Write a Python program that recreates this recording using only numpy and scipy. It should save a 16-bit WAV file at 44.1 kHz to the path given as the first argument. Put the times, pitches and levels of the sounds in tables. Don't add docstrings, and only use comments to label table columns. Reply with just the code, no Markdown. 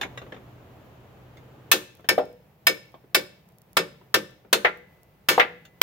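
import sys
import numpy as np
from scipy import signal
from scipy.fft import rfft, irfft, next_fast_len
from scipy.io import wavfile

SR = 44100
rng = np.random.default_rng(int(sys.argv[2]) if len(sys.argv) > 2 else 0)


def to_wav(s):
    ch = np.atleast_2d(s).T
    pcm = np.round(np.clip(ch, -1, 1) * 32767)
    wavfile.write(sys.argv[1], SR, pcm.astype(np.int16))


N = 256662
HIT_SAMPLES, ATTACK_SAMPLES = SR // 4, SR // 50
HIT_TIME = np.arange(HIT_SAMPLES) / SR

# (frequency [Hz], likeness [0 to 1])
STEREO_LIKENESS = [(50, .82), (160, 0.97), (450, .7), (800, 0.5), (1300, .15), (16000, 0.029)]
# (frequency [Hz], level [dB])
RUSH_COLOUR = [(25, -25.5), (60, -11), (110, -7.5), (200, -15), (310, -12.5), (500, -14.5), (1160, -22.5),
               (2000, -29.5), (3000, -31.5), (5100, -44), (7300, -44.5), (8600, -54.5), (14000, -45),
               (16000, -46.5)]
QUIET_COLOUR = [(25, -31), (55, -4), (95, -5), (125, 1), (190, -1.5), (250, -12.5), (420, -11), (800, -13),
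                (1200, -20), (2500, -24), (4000, -31), (9000, -39.5), (14000, -28.5)]
TICK_COLOUR = [(500, -24.5), (4000, -6.5), (9000, -2), (15000, -2)]
# (frequency [Hz], level [dB])
GARAGE_GAIN = [(50, -11.5), (150, 6), (400, -12.5), (1000, -15.5), (2500, -20.5), (6000, -21), (15000, -16)]
# (frequency [Hz], ring time [s])
GARAGE_RING_TIMES = [(120, 0.64), (400, 0.31), (1000, 0.3), (2500, 0.51), (6000, 0.48), (15000, 0.22)]
STEEL_RING_TIMES = [(150, 0.11), (500, 0.099), (1200, 0.098), (3000, 0.095), (7000, 0.088), (15000, 0.048)]
# (frequency [Hz], level [dB])
CLINK_COLOUR = [(60, -16), (400, 3.5), (1800, 4), (3600, 0), (4500, -9.5), (9500, -22), (14500, -18.5)]
KNOCK_COLOUR = [(40, -20), (200, -25), (340, 2.5), (750, -1.5), (1000, -3.5), (2000, -5), (3600, -4.5),
                (4600, -11.5), (8000, -27), (15700, -11.5)]
BLOW_COLOUR = [(40, -33.5), (150, -9.5), (240, -8), (330, -3), (550, 3), (950, -1), (1400, 3.5),
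               (2000, 0.5), (3300, 2.5), (6000, -7.5), (9300, -10), (11000, -8), (13300, -8.5),
               (14000, 0.5), (14700, -8)]
# (frequency [Hz], level [dB], ring time [s])
WALL_NOTES = [(307.6, -4, 0.16), (363.5, 5.5, 0.1), (389, -1, 0.12), (460, -1, .2), (523, 1, 0.17),
              (581, -10.5, 0.34)]
SPRING_NOTES = [(172, -12.5, 2.1), (354, -3.5, 0.5), (1186, 1, .33), (1400, -5.5, .5), (1700, -4.5, 0.55),
                (1850, -9.5, .6), (2700, -4.5, 0.3)]
SPRING_LONG_HIGH_NOTE = [(2008, -9, 1.2)]
CHASSIS_NOTES = [(421.3, -12.5, 0.33), (488.6, 2.5, 0.16), (608.6, -4.5, 0.21), (704.4, 2, 0.085),
                 (743.4, -1, 0.098), (851, -11, .2), (1190, -4.5, 0.15), (1300, -3, 0.055),
                 (1384, -10, 0.27), (1595, -5.5, 0.082), (1826, -10, 0.13), (1950, -12, 0.14),
                 (2120, -7, .14), (2595, -12, 0.14), (3090, -7, 0.081), (3630, -6.5, 0.065)]
ARM_NOTES = [(1177, -0.5, 0.036), (1267, -8, 0.017), (1450, -8.5, 0.061), (1568, -5, 0.08),
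             (1794, -0.5, 0.087), (1797, -2, 0.081), (2623, -1.5, .06), (3200, -11, 0.03),
             (3670, -8.5, 0.017)]
BOLT_NOTES = [(3585, -0.5, .075), (5310, -11, .085), (6460, -9, 0.095), (7060, -17, 0.12),
              (8700, -19, 0.045), (11100, -19.5, .08), (12100, -15, .07), (14340, -18.5, .06)]
PUNCH_NOTES = [(2262, -3, 0.088), (2220, -8.5, 0.076), (5115, -6, 0.076), (5180, -9, 0.073),
               (14000, -9.5, .04)]
# (time [s], level [dB], brightness [dB per octave])
CLINKS = [(.012, -28, 0), (.031, -32, -.5), (.048, -38, -7.5), (.1743, -37.5, -0.5), (.216, -42.5, -5.5),
          (.263, -49, -6.5), (.3217, -39, -5.5), (.343, -49.5, -4), (.363, -47.5, -6), (1.37, -54, 0),
          (1.995, -52.5, -7.5), (2.043, -48, -4.5), (2.941, -46, -6), (3.038, -54.5, -10.5),
          (4.012, -54, -8), (4.447, -52.5, -9), (5.651, -52, 3)]
# (time [s], level [dB], brightness [dB per octave], cutoff [Hz])
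KNOCKS = [(2.1789, -16, 1, 645), (4.6466, -13, 1, 2000), (5.378, -14, 2, 873), (5.3963, -11, 2.5, 2070)]
# (time [s], level [dB], brightness [dB per octave], extra punch level [dB], ring time stretch [factor])
BLOWS = [(1.715, -9, 2, -13.5, 1.43), (2.088, -13.5, -0.5, 7, 1.32), (2.668, -11, 1, 7, 1.41),
         (3.1462, -12.5, 1.1, 2.5, 1.39), (3.7679, -14, -.9, 1.5, 1.46), (4.1415, -13, -0.42, -3, 1.3),
         (4.528, -12, 0.2, -13, 1.28), (5.286, -13, 0.23, -2, 2.23), (5.8146, -8.5, 0.65, 2, 2.1)]
FIRST_BLOW_S = BLOWS[0][0]


def amp(db):
    return 10 ** (np.asarray(db) / 20)


def look_up(table, hz):
    table_hz, value = np.transpose(table)
    return np.interp(np.log(hz + 1), np.log(table_hz + 1), value)


def add(mix, time_s, sound):
    part = mix[:, max(round(time_s * SR), 0):][:, :sound.shape[1]]
    part += sound[:, :part.shape[1]]


def drift(per_s):
    points = rng.standard_normal(256)
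    return np.interp(np.arange(N) * per_s / SR, np.arange(len(points)), points)


def noise(colour, size):
    hz = np.fft.rfftfreq(size, 1 / SR)
    left, other = rfft(rng.standard_normal((2, size)))
    likeness = look_up(STEREO_LIKENESS, hz)
    right = likeness * left + np.sqrt(1 - likeness ** 2) * other
    sound = irfft(np.array([left, right]) * amp(look_up(colour, hz)), size)
    return sound / np.sqrt(np.mean(sound ** 2) + 1e-20)


def fade_in(rise_s, size=HIT_SAMPLES):
    return 1 - np.exp(-np.arange(size) / (SR * rise_s))


def die_away(sound, ring_times, stretch=1):
    hz, t, spectrum = signal.stft(sound, SR, nperseg=256)
    fade = np.exp(-np.log(1000) * t / (stretch * look_up(ring_times, hz)[:, None]))
    return signal.istft(spectrum * fade, SR, nperseg=256)[1][:, :sound.shape[1]]


def ring(notes, spread_db, stretch=1, size=HIT_SAMPLES):
    hz, db, ring_s = np.transpose(notes)
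    strength, side, phase, lag = rng.standard_normal((len(hz), 4)).T
    phase_gap = lag * np.sqrt(-2 * np.log(look_up(STEREO_LIKENESS, hz)))
    gain = amp(db + spread_db * (strength + np.array([side, -side]) / 2))
    start = gain * np.exp(1j * (np.pi * phase + np.array([phase_gap, -phase_gap]) / 2))
    step = np.exp((2j * np.pi * hz - np.log(1000) / (ring_s * stretch)) / SR)
    return (start @ np.cumprod(np.repeat(step[:, None], size, 1), 1)).real


def bunch_notes(sound, patchy_db, spacing_hz, from_hz=700):
    hz = np.fft.rfftfreq(HIT_SAMPLES, 1 / SR)
    bumps = np.interp(hz / spacing_hz, np.arange(256), rng.standard_normal(256))
    depth_db = patchy_db * (1 - np.exp(-(hz / from_hz) ** 2))
    return irfft(rfft(sound) * amp(depth_db * bumps), HIT_SAMPLES)


def soften(sound, cutoff_hz, damping=0.32, tick_db=-22):
    ratio = np.fft.rfftfreq(HIT_SAMPLES, 1 / SR) / cutoff_hz
    low_pass = 1 / (1 - ratio ** 2 + 1j * damping * ratio)
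    return irfft(rfft(sound) * (low_pass - amp(tick_db)), HIT_SAMPLES)


def shape_hit(sound, level_db, brightness, pivot_hz=1510):
    hz = np.fft.rfftfreq(2 * ATTACK_SAMPLES, 1 / SR)
    octaves = np.log2(np.maximum(hz / pivot_hz, 1 / 4))
    log_gain = np.log(amp(brightness * octaves))
    response = np.exp(signal.hilbert(np.r_[log_gain, log_gain[-2:0:-1]]).conj())
    taps = np.fft.ifft(response).real[None, :ATTACK_SAMPLES]
    tipped = signal.fftconvolve(sound, taps, axes=1)[:, :HIT_SAMPLES]
    return amp(level_db) * tipped / np.sqrt(np.mean(tipped[:, :ATTACK_SAMPLES] ** 2))


def background(rush_db=-52.5, hum_db=-57.5, hum_hz=124.2, quiet_db=-58):
    t, size = np.arange(N) / SR, next_fast_len(N, True)
    cycles = np.cumsum(hum_hz + 1.1 * drift(per_s=4.4)) / SR
    hum = np.sqrt(2) * np.sin(2 * np.pi * cycles) * amp(hum_db + 3 * drift(per_s=12))
    rush = amp(rush_db) * noise(RUSH_COLOUR, size)[:, :N]
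    quiet = amp(quiet_db + drift(per_s=14)) * noise(QUIET_COLOUR, size)[:, :N]
    early_lift_db = 5 * np.exp(-t / 0.45)
    hammering_s = np.maximum(t - FIRST_BLOW_S, 0)
    sink_db = 27.5 * (1 - np.exp(-hammering_s / 0.36))
    return (rush + hum) * amp(early_lift_db - sink_db) + quiet


def ticks(per_s=8.1, level_db=-54, spread_db=6.5, fade_s=0.0012):
    out = np.zeros((2, N))
    tick = noise(TICK_COLOUR, ATTACK_SAMPLES) * np.exp(-HIT_TIME[:ATTACK_SAMPLES] / fade_s)
    chance, strength = rng.random(N), rng.standard_normal(N)
    hammering = np.arange(N) > FIRST_BLOW_S * SR
    for at in np.flatnonzero((chance < per_s / SR) & hammering):
        add(out, at / SR, amp(level_db + spread_db * strength[at]) * tick)
    return out


def garage_echo(sound):
    hz = np.fft.rfftfreq(SR, 1 / SR)
    even_energy = np.sqrt(2 * np.log(1000) / (SR * look_up(GARAGE_RING_TIMES, hz)))
    white = noise([(1, 0), (SR, 0)], SR)
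    reflections = irfft(rfft(white) * even_energy * amp(look_up(GARAGE_GAIN, hz)), SR)
    tail = die_away(reflections, GARAGE_RING_TIMES) * fade_in(rise_s=0.015, size=SR)
    return signal.fftconvolve(sound, tail, axes=1)[:, :N]


def coil_spring(blow_db=-47.5, knock_db=-31, sharp_hz=1500):
    out = np.zeros((2, N))
    notes = np.vstack([SPRING_NOTES, SPRING_LONG_HIGH_NOTE])
    song = ring(notes, spread_db=0.5, size=SR) * fade_in(rise_s=0.005, size=SR)
    centred = song[[0, 0]]
    for time_s, level_db, *_ in BLOWS:
        add(out, time_s, amp(level_db + blow_db) * centred)
    for time_s, level_db, _, cutoff_hz in KNOCKS:
        sharpness = min(cutoff_hz / sharp_hz, 1) ** 2
        add(out, time_s, amp(level_db + knock_db) * sharpness * centred)
    return out


def tool_clinks(bolt_db=-5):
    out = np.zeros((2, N))
    for time_s, level_db, brightness in CLINKS:
        clatter = bunch_notes(noise(CLINK_COLOUR, HIT_SAMPLES), patchy_db=5, spacing_hz=161)
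        clatter = die_away(clatter, STEEL_RING_TIMES)
        bolt = amp(bolt_db) * ring(BOLT_NOTES, spread_db=1.2)
        clink = (clatter + bolt) * fade_in(rise_s=0.001)
        add(out, time_s, shape_hit(clink, level_db, brightness))
    return out


def chassis_knocks(chassis_db=-5, bounce_s=0.009, bounce_db=-9):
    def touch():
        clatter = die_away(noise(KNOCK_COLOUR, HIT_SAMPLES), STEEL_RING_TIMES, stretch=1.35)
        chassis = amp(chassis_db) * ring(CHASSIS_NOTES, spread_db=1.4, stretch=0.75)
        return (clatter + chassis) * fade_in(rise_s=0.00084)

    out = np.zeros((2, N))
    for time_s, level_db, brightness, cutoff_hz in KNOCKS:
        knock = touch()
        add(knock, bounce_s, amp(bounce_db) * touch())
        add(out, time_s, shape_hit(soften(knock, cutoff_hz), level_db, brightness))
    return out


def hammer_blows(punch_db=-3, arm_db=-4.5, bolt_db=-11, wall_db=-26.5, wall_delay_s=0.021):
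    out = np.zeros((2, N))
    shared, alike = noise(BLOW_COLOUR, HIT_SAMPLES), 0.46
    crack = 1 + np.exp(-(HIT_TIME / 0.0069) ** 2)
    for time_s, level_db, brightness, loose_db, stretch in BLOWS:
        clatter = np.sqrt(alike) * shared + np.sqrt(1 - alike) * noise(BLOW_COLOUR, HIT_SAMPLES)
        clatter = bunch_notes(clatter, patchy_db=2.1, spacing_hz=220)
        clatter = die_away(clatter, STEEL_RING_TIMES, stretch) * crack
        punch = amp(punch_db + loose_db) * ring(PUNCH_NOTES, spread_db=1.5, stretch=stretch)
        arm = amp(arm_db) * ring(ARM_NOTES, spread_db=2.2, stretch=stretch)
        bolt = amp(bolt_db) * ring(BOLT_NOTES, spread_db=2.2, stretch=stretch)
        blow = (clatter + punch + arm + bolt) * fade_in(rise_s=0.0017)
        add(out, time_s, shape_hit(blow, level_db, brightness))
        boom = ring(WALL_NOTES, spread_db=1.5) * fade_in(rise_s=0.004)
        add(out, time_s + wall_delay_s, amp(wall_db) * boom)
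    return out


def scene(left_db=0.5):
    steel = (hammer_blows() + chassis_knocks() + tool_clinks()) * amp([[left_db], [-left_db]])
    return steel + garage_echo(steel) + coil_spring() + background() + ticks()


def record(dry, ceiling=0.83, cutoff_hz=16000):
    rounded = ceiling * np.tanh(dry / ceiling)
    low_pass = signal.firwin(301, cutoff_hz, window=("kaiser", 10), fs=SR)
    return signal.oaconvolve(rounded, low_pass[None], "same", axes=1)


dry = scene()
out = record(dry)
to_wav(out)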